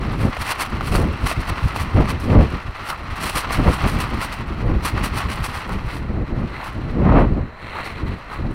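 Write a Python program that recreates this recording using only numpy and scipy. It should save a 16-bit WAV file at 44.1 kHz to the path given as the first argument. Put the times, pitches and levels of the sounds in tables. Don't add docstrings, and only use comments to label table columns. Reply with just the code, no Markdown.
import sys
import numpy as np
from scipy import signal
from scipy.fft import rfft, irfft, next_fast_len
from scipy.io import wavfile
from scipy.ndimage import uniform_filter1d, map_coordinates

SR = 44100
rng = np.random.default_rng(int(sys.argv[2]) if len(sys.argv) > 2 else 0)


def generate_wav(sig):
    pcm = np.round(np.clip(np.atleast_2d(sig).T, -1, 1) * 32767).astype(np.int16)
    wavfile.write(sys.argv[1], SR, pcm)


N = 376613
T = np.arange(N) / SR

# frequency_hz, density_db
CRACKLE_SPECTRUM = [(100, -6), (450, -3), (1100, 9.5), (2500, 1.5), (4500, -5), (7000, -16.5),
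                    (10000, -14.5), (16000, -20.5)]
# frequency_hz, density_db
SHEEN_SPECTRUM = [(1500, -37), (4000, -11.5), (9000, 3), (12000, 4), (16000, -14)]


def flaps(whip):
    jerks = avalanche(rate=600, spread_db=2.5, life_s=0.01)
    grains = creases(rate=4100, spread_db=-1.5, life_s=0.0014)
    crackle = amp(-0.1) * whip * coloured(grains, CRACKLE_SPECTRUM)
    sheen = amp(-11) * whip * (whip / amp(-18)) ** 0.67 * coloured(grains, SHEEN_SPECTRUM)
    return jerks * (crackle + sheen)


def rustle(whip):
    # time_s, level_db
    stirring = [(0, -35), (0.47, -32.5), (1.15, -35.5), (1.9, -31), (2.15, -34), (2.38, -34), (2.71, -36),
                (3.2, -36.5), (3.6, -29), (4.03, -29), (4.68, -40), (5.0, -33), (5.42, -31.5), (6.2, -45),
                (6.7, -39.5), (7.48, -51), (7.8, -42), (8.54, -41.5)]
    stir = np.hypot(amp(curve(stirring) + 1.22 * wobble(11)), amp(-8) * whip)
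    vigour = stir / amp(-31.5)
    flutter = avalanche(rate=450, spread_db=-0.5, life_s=0.022)
    # frequency_hz, density_db
    rub_spectrum = [(100, -15), (450, -10), (800, -2), (1150, 2), (2000, -3), (3300, -11.5), (4200, -16.5),
                    (7000, -32), (16000, -42.5)]
    scuffs = creases(rate=4000, spread_db=3, life_s=0.002)
    rubbing = stir * amp(1.02 + 1.56 * wobble(40)) * coloured(scuffs, rub_spectrum)
    grains = creases(rate=900, spread_db=4, life_s=0.002)
    crinkles = amp(-44.5) * vigour ** 1.44 * coloured(grains, CRACKLE_SPECTRUM)
    pops = creases(rate=42, spread_db=3.5, life_s=0.0066)
    bright_pops = coloured(pops, CRACKLE_SPECTRUM) + amp(-6.5) * coloured(pops, SHEEN_SPECTRUM)
    ticks = amp(-53.5) * vigour ** 1.43 * bright_pops
    return flutter * (rubbing + crinkles) + ticks


def snaps():
    # start_s, relative_level_db, pitch_hz, t60_s
    panels = [ (0.367, -14, 1180, 0.047), (0.809, -12, 1120, 0.026), (0.951, -8, 1250, 0.036),
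              (1.313, -5.5, 1160, 0.03), (1.499, -10.5, 1100, 0.029), (1.761, -10, 1290, 0.018),
              (2.103, -17, 2000, 0.027), (3.507, -7, 1070, 0.018), (4.977, -13.5, 1050, 0.038),
              (5.693, -11, 840, 0.026), ]
    out, t = np.zeros(N + SR), T[:SR // 8]
    for start, db, hz, t60 in panels:
        band = signal.butter(2, [hz * 0.39, hz * 1.43], "bandpass", fs=SR)
        burst = unit(signal.lfilter(*band, rng.standard_normal(len(t)))) * amp(-60 * t / t60)
        crack = amp(-23) * rng.standard_normal(len(t)) * amp(-60 * t / 0.025)
        out[round(start * SR):][:len(t)] += amp(db - 6) * (burst + crack)
    return out[:N]


def billows():
    # peak_s, level_db, rise_s, fall_s
    fills = [(1.495, -31, 0.018, .012), (2.9, -25.5, 0.015, 0.046), (5.705, -35.5, 0.016, .063),
             (5.965, -31.5, 0.03, .02), (6.65, -35, 0.11, .036), (7.775, -24, 0.035, 0.036),
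             (8.33, -34.5, 0.028, 0.072)]
    # frequency_hz, density_db
    hollow_spectrum = [(250, -12), (550, -14), (850, 0.5), (1200, 3), (1700, -4), (4000, -41)]
    crumples = creases(rate=600, spread_db=13.5, life_s=0.0085)
    return swells(fills) * coloured(crumples, hollow_spectrum)


def sleeves():
    # peak_s, level_db, rise_s, fall_s
    strokes = [(5.92, -35.5, 0.063, 0.076), (6.62, -34.5, 0.1, 0.052), (6.87, -48, 0.056, 0.058),
               (7.7, -36, 0.11, 0.081), (7.845, -30.5, 0.14, 0.092), (7.97, -33.5, 0.025, 0.047),
               (8.1, -37.5, 0.046, .065), (8.36, -36.5, 0.082, .045)]
    # frequency_hz, density_db
    swish_spectrum = [(700, 1), (1300, 0), (2000, 5), (2700, -5), (3400, -9), (4100, -6), (5000, -29),
                      (9000, -29), (16000, -38)]
    slips = creases(rate=2000, spread_db=4, life_s=0.0015)
    return swells(strokes) * coloured(slips, swish_spectrum)


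def microphone_wind():
    # time_s, level_db
    breeze = [(0, -28), (0.15, -28), (0.36, -45), (0.62, -35), (1.15, -35), (1.85, -38.5), (2.25, -40.5),
              (2.88, -44.5), (3.33, -36.5), (3.8, -29), (4.35, -40.5), (5.0, -31), (5.55, -40.5),
              (6.3, -30), (6.6, -40.5), (7.0, -21), (7.55, -48), (8.54, -46)]
    # peak_s, level_db, rise_s, fall_s
    gust_peaks = [(0.26, -19, 0.068, 0.033), (0.745, -26.5, .035, 0.057), (0.98, -19, 0.09, 0.12),
                  (1.985, -16, 0.031, 0.076), (2.14, -27, 0.062, .06), (2.375, -14.5, 0.11, 0.088),
                  (2.54, -25, 0.02, 0.031), (3.595, -18.5, 0.018, 0.027), (3.69, -14.5, 0.052, 0.022),
                  (3.855, -18, 0.027, 0.023), (3.98, -23, 0.019, 0.029), (4.12, -27.5, 0.019, 0.12),
                  (4.41, -30.5, 0.036, .04), (4.51, -29, 0.063, 0.052), (4.68, -21, 0.067, 0.12),
                  (5.0, -25.5, 0.087, 0.077), (5.72, -30, 0.061, 0.092), (5.96, -38, 0.079, 0.029),
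                  (6.11, -26.5, 0.032, 0.053), (6.43, -24, 0.11, 0.038), (7.085, -16.5, 0.09, 0.096),
                  (7.185, -12.5, 0.081, 0.084), (7.39, -23.5, 0.076, 0.064), (8.1, -27, 0.15, 0.056),
                  (8.46, -24.5, 0.086, 0.067)]
    gusts = swells(gust_peaks, rise_power=1.8, fall_power=1.7)
    strength = np.hypot(amp(curve(breeze) + 4.1 * wobble(22)), gusts) / amp(-25)
    # peak_s, level_db
    thump_peaks = [(0.41, -23.5), (1.12, -22), (1.246, -15.5), (1.39, -17.5), (1.51, -19), (1.651, -14.5),
                   (1.82, -20), (1.96, -11.5), (2.39, -4.5), (2.68, -22.5), (3.12, -24), (3.96, -20),
                   (4.76, -14.5), (4.95, -20), (5.14, -20), (5.26, -21.5), (5.42, -21), (5.57, -29),
                   (5.76, -21), (5.86, -20), (7.32, -14.5)]
    rise_s, fall_s = 0.027, 0.028
    thumps = swells([(s, db, rise_s, fall_s) for s, db in thump_peaks], rise_power=1.7, fall_power=1.7)
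    # frequency_hz, density_db
    eddy_spectrum = [(10, -25.5), (25, -1.5), (55, 1.5), (90, -1.5), (140, -9), (220, -21.5), (500, -46),
                     (1500, -95)]
    eddies = np.hypot(amp(-22.5) * strength ** 0.93, thumps) * flow(eddy_spectrum, window=2600)
    # frequency_hz, density_db
    buffet_spectrum = [(50, -5), (130, 1), (220, -0.5), (350, -5.5), (600, -20), (1200, -34.5), (3000, -60),
                       (8000, -88)]
    shaking = np.hypot(amp(-24.5) * strength ** 1.057, amp(-11.5) * thumps)
    buffet = shaking * amp(1.9 * wobble(45)) * flow(buffet_spectrum, window=2000)
    # frequency_hz, density_db
    fine_spectrum = [(150, -41), (500, 12), (1100, 2.5), (2000, -6), (4000, -28.5), (7000, -51.5),
                     (16000, -62)]
    puffs = amp(-38.5 + 1.5 * wobble(110)) * strength ** 1.84
    return eddies + buffet + puffs * flow(fine_spectrum, window=2000)


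def hillside():
    # frequency_hz, density_db
    scrub_spectrum = [(30, 13), (300, -4), (600, 3), (1100, 2.5), (1900, 2), (3400, -20.5), (4050, -11),
                      (5000, -38), (7000, -31), (16000, -66)]
    level_db = -39.5 + 0.25 * wobble(1.82) + 0.28 * wobble(14)
    return amp(level_db) * coloured(rng.standard_normal(N), scrub_spectrum)


def creases(rate, spread_db, life_s):
    return avalanche(rate, spread_db, life_s) * rng.standard_normal(N)


def avalanche(rate, spread_db, life_s):
    releases = rng.random(N) < rate / SR
    sizes = amp(spread_db * np.clip(rng.standard_normal(N), -2, 2))
    energy = signal.lfilter([1], [1, -np.exp(-2 / (life_s * SR))], releases * sizes ** 2)
    return unit(np.sqrt(energy))


def flow(spectrum, window):
    pressure = coloured(rng.standard_normal(N), spectrum)
    power = uniform_filter1d(uniform_filter1d(pressure ** 2, window), window // 2)
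    return pressure / np.sqrt(np.abs(power) + 1e-6)


def swells(rows, rise_power=3.8, fall_power=2.3):
    power = np.zeros(N)
    for peak_s, db, rise_s, fall_s in rows:
        near = slice(*np.searchsorted(T, [peak_s - 3 * rise_s, peak_s + 4 * fall_s]))
        age = T[near] - peak_s
        flank = np.maximum(-age / rise_s, 0) ** rise_power + np.maximum(age / fall_s, 0) ** fall_power
        power[near] += amp(db - 10 * flank) ** 2
    return np.sqrt(power)


def coloured(x, spectrum):
    points_hz, db = np.transpose(spectrum)
    return unit(filtered(x, lambda hz: amp(np.interp(np.log(hz + 1), np.log(points_hz), db))))


def filtered(x, response):
    size = next_fast_len(N + 8192)
    return irfft(rfft(x, size) * response(np.fft.rfftfreq(size, 1 / SR)), size)[:N]


def wobble(rate):
    return map_coordinates(rng.standard_normal(int(N * rate / SR) + 4), [T * rate], mode="nearest")


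def curve(rows):
    return np.interp(T, *np.transpose(rows))


def amp(db):
    return 10 ** (np.asarray(db) / 20)


def unit(x):
    return x / np.sqrt(np.mean(x ** 2) + 1e-20)


def scene():
    # peak_s, level_db, rise_s, fall_s
    folds = [(0.224, -31.5, 0.041, .051), (0.42, -26.5, 0.023, 0.016), (0.52, -23.5, 0.066, 0.012),
             (0.614, -20.5, .023, 0.035), (0.876, -32, .045, .06), (0.925, -26, 0.0087, 0.088),
             (0.954, -25, 0.0032, 0.015), (1.268, -25.5, .008, 0.035), (1.316, -26, 0.066, 0.019),
             (1.414, -33, 0.02, .013), (1.497, -29, 0.022, 0.0067), (1.685, -36, 0.076, 0.021),
             (1.762, -27, 0.0087, .014), (1.807, -26.5, 0.034, .03), (2.107, -27, .022, 0.016),
             (2.201, -33.5, .005, 0.074), (2.903, -27.5, 0.047, 0.024), (3.171, -30.5, 0.011, 0.015),
             (3.23, -23, 0.023, 0.025), (3.293, -23.5, 0.057, 0.027), (3.379, -19.5, .035, 0.034),
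             (3.525, -23.5, 0.0075, 0.041), (3.74, -29, 0.081, 0.039), (3.88, -28, 0.016, 0.071),
             (4.006, -26, 0.0079, 0.037), (4.233, -24.5, 0.027, 0.028), (4.326, -30, 0.0078, 0.031),
             (4.862, -22, 0.024, 0.034), (5.045, -20.5, 0.012, 0.028), (5.185, -26, 0.038, 0.032),
             (5.32, -30, 0.037, 0.038), (5.443, -25.5, 0.014, 0.038), (5.565, -32.5, 0.054, 0.046),
             (5.731, -35.5, 0.024, 0.025), (5.969, -37, 0.12, .03), (6.647, -33, 0.011, .045),
             (7.195, -44, .015, 0.041), (7.845, -35.5, 0.0045, .06), (8.083, -39, .011, .009),
             (8.343, -39.5, 0.03, .009)]
    whip = swells(folds, rise_power=1.55, fall_power=1.36)
    wind = microphone_wind() + hillside()
    coat = rustle(whip) + billows() + sleeves() + flaps(whip) + snaps()
    return (wind + coat)[None]


def record(dry):
    # centre_hz, width_hz, gain_db
    port = [(1160, 85, 1), (1640, 136, -4), (2250, 47, -2), (2654, 66, 2.5), (3650, 260, -4.5),
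            (4080, 390, 3), (5700, 190, 3), (6750, 230, -3), (8750, 230, 4), (10750, 480, 0),
            (12150, 550, -5)]
    ceiling, top_hz = 0.71, 15800

    def port_gain(hz):
        return amp(sum(db * np.exp(-((hz - centre) / width) ** 2 / 2) for centre, width, db in port))

    pressure = filtered(dry[0], port_gain)
    rounded = pressure / (1 + np.abs(pressure / ceiling) ** 6) ** (1 / 6)
    hiss = amp(-74.5) * rng.standard_normal(N)
    return filtered(rounded + hiss, lambda hz: hz < top_hz)[None]


dry = scene()
out = record(dry)
generate_wav(out)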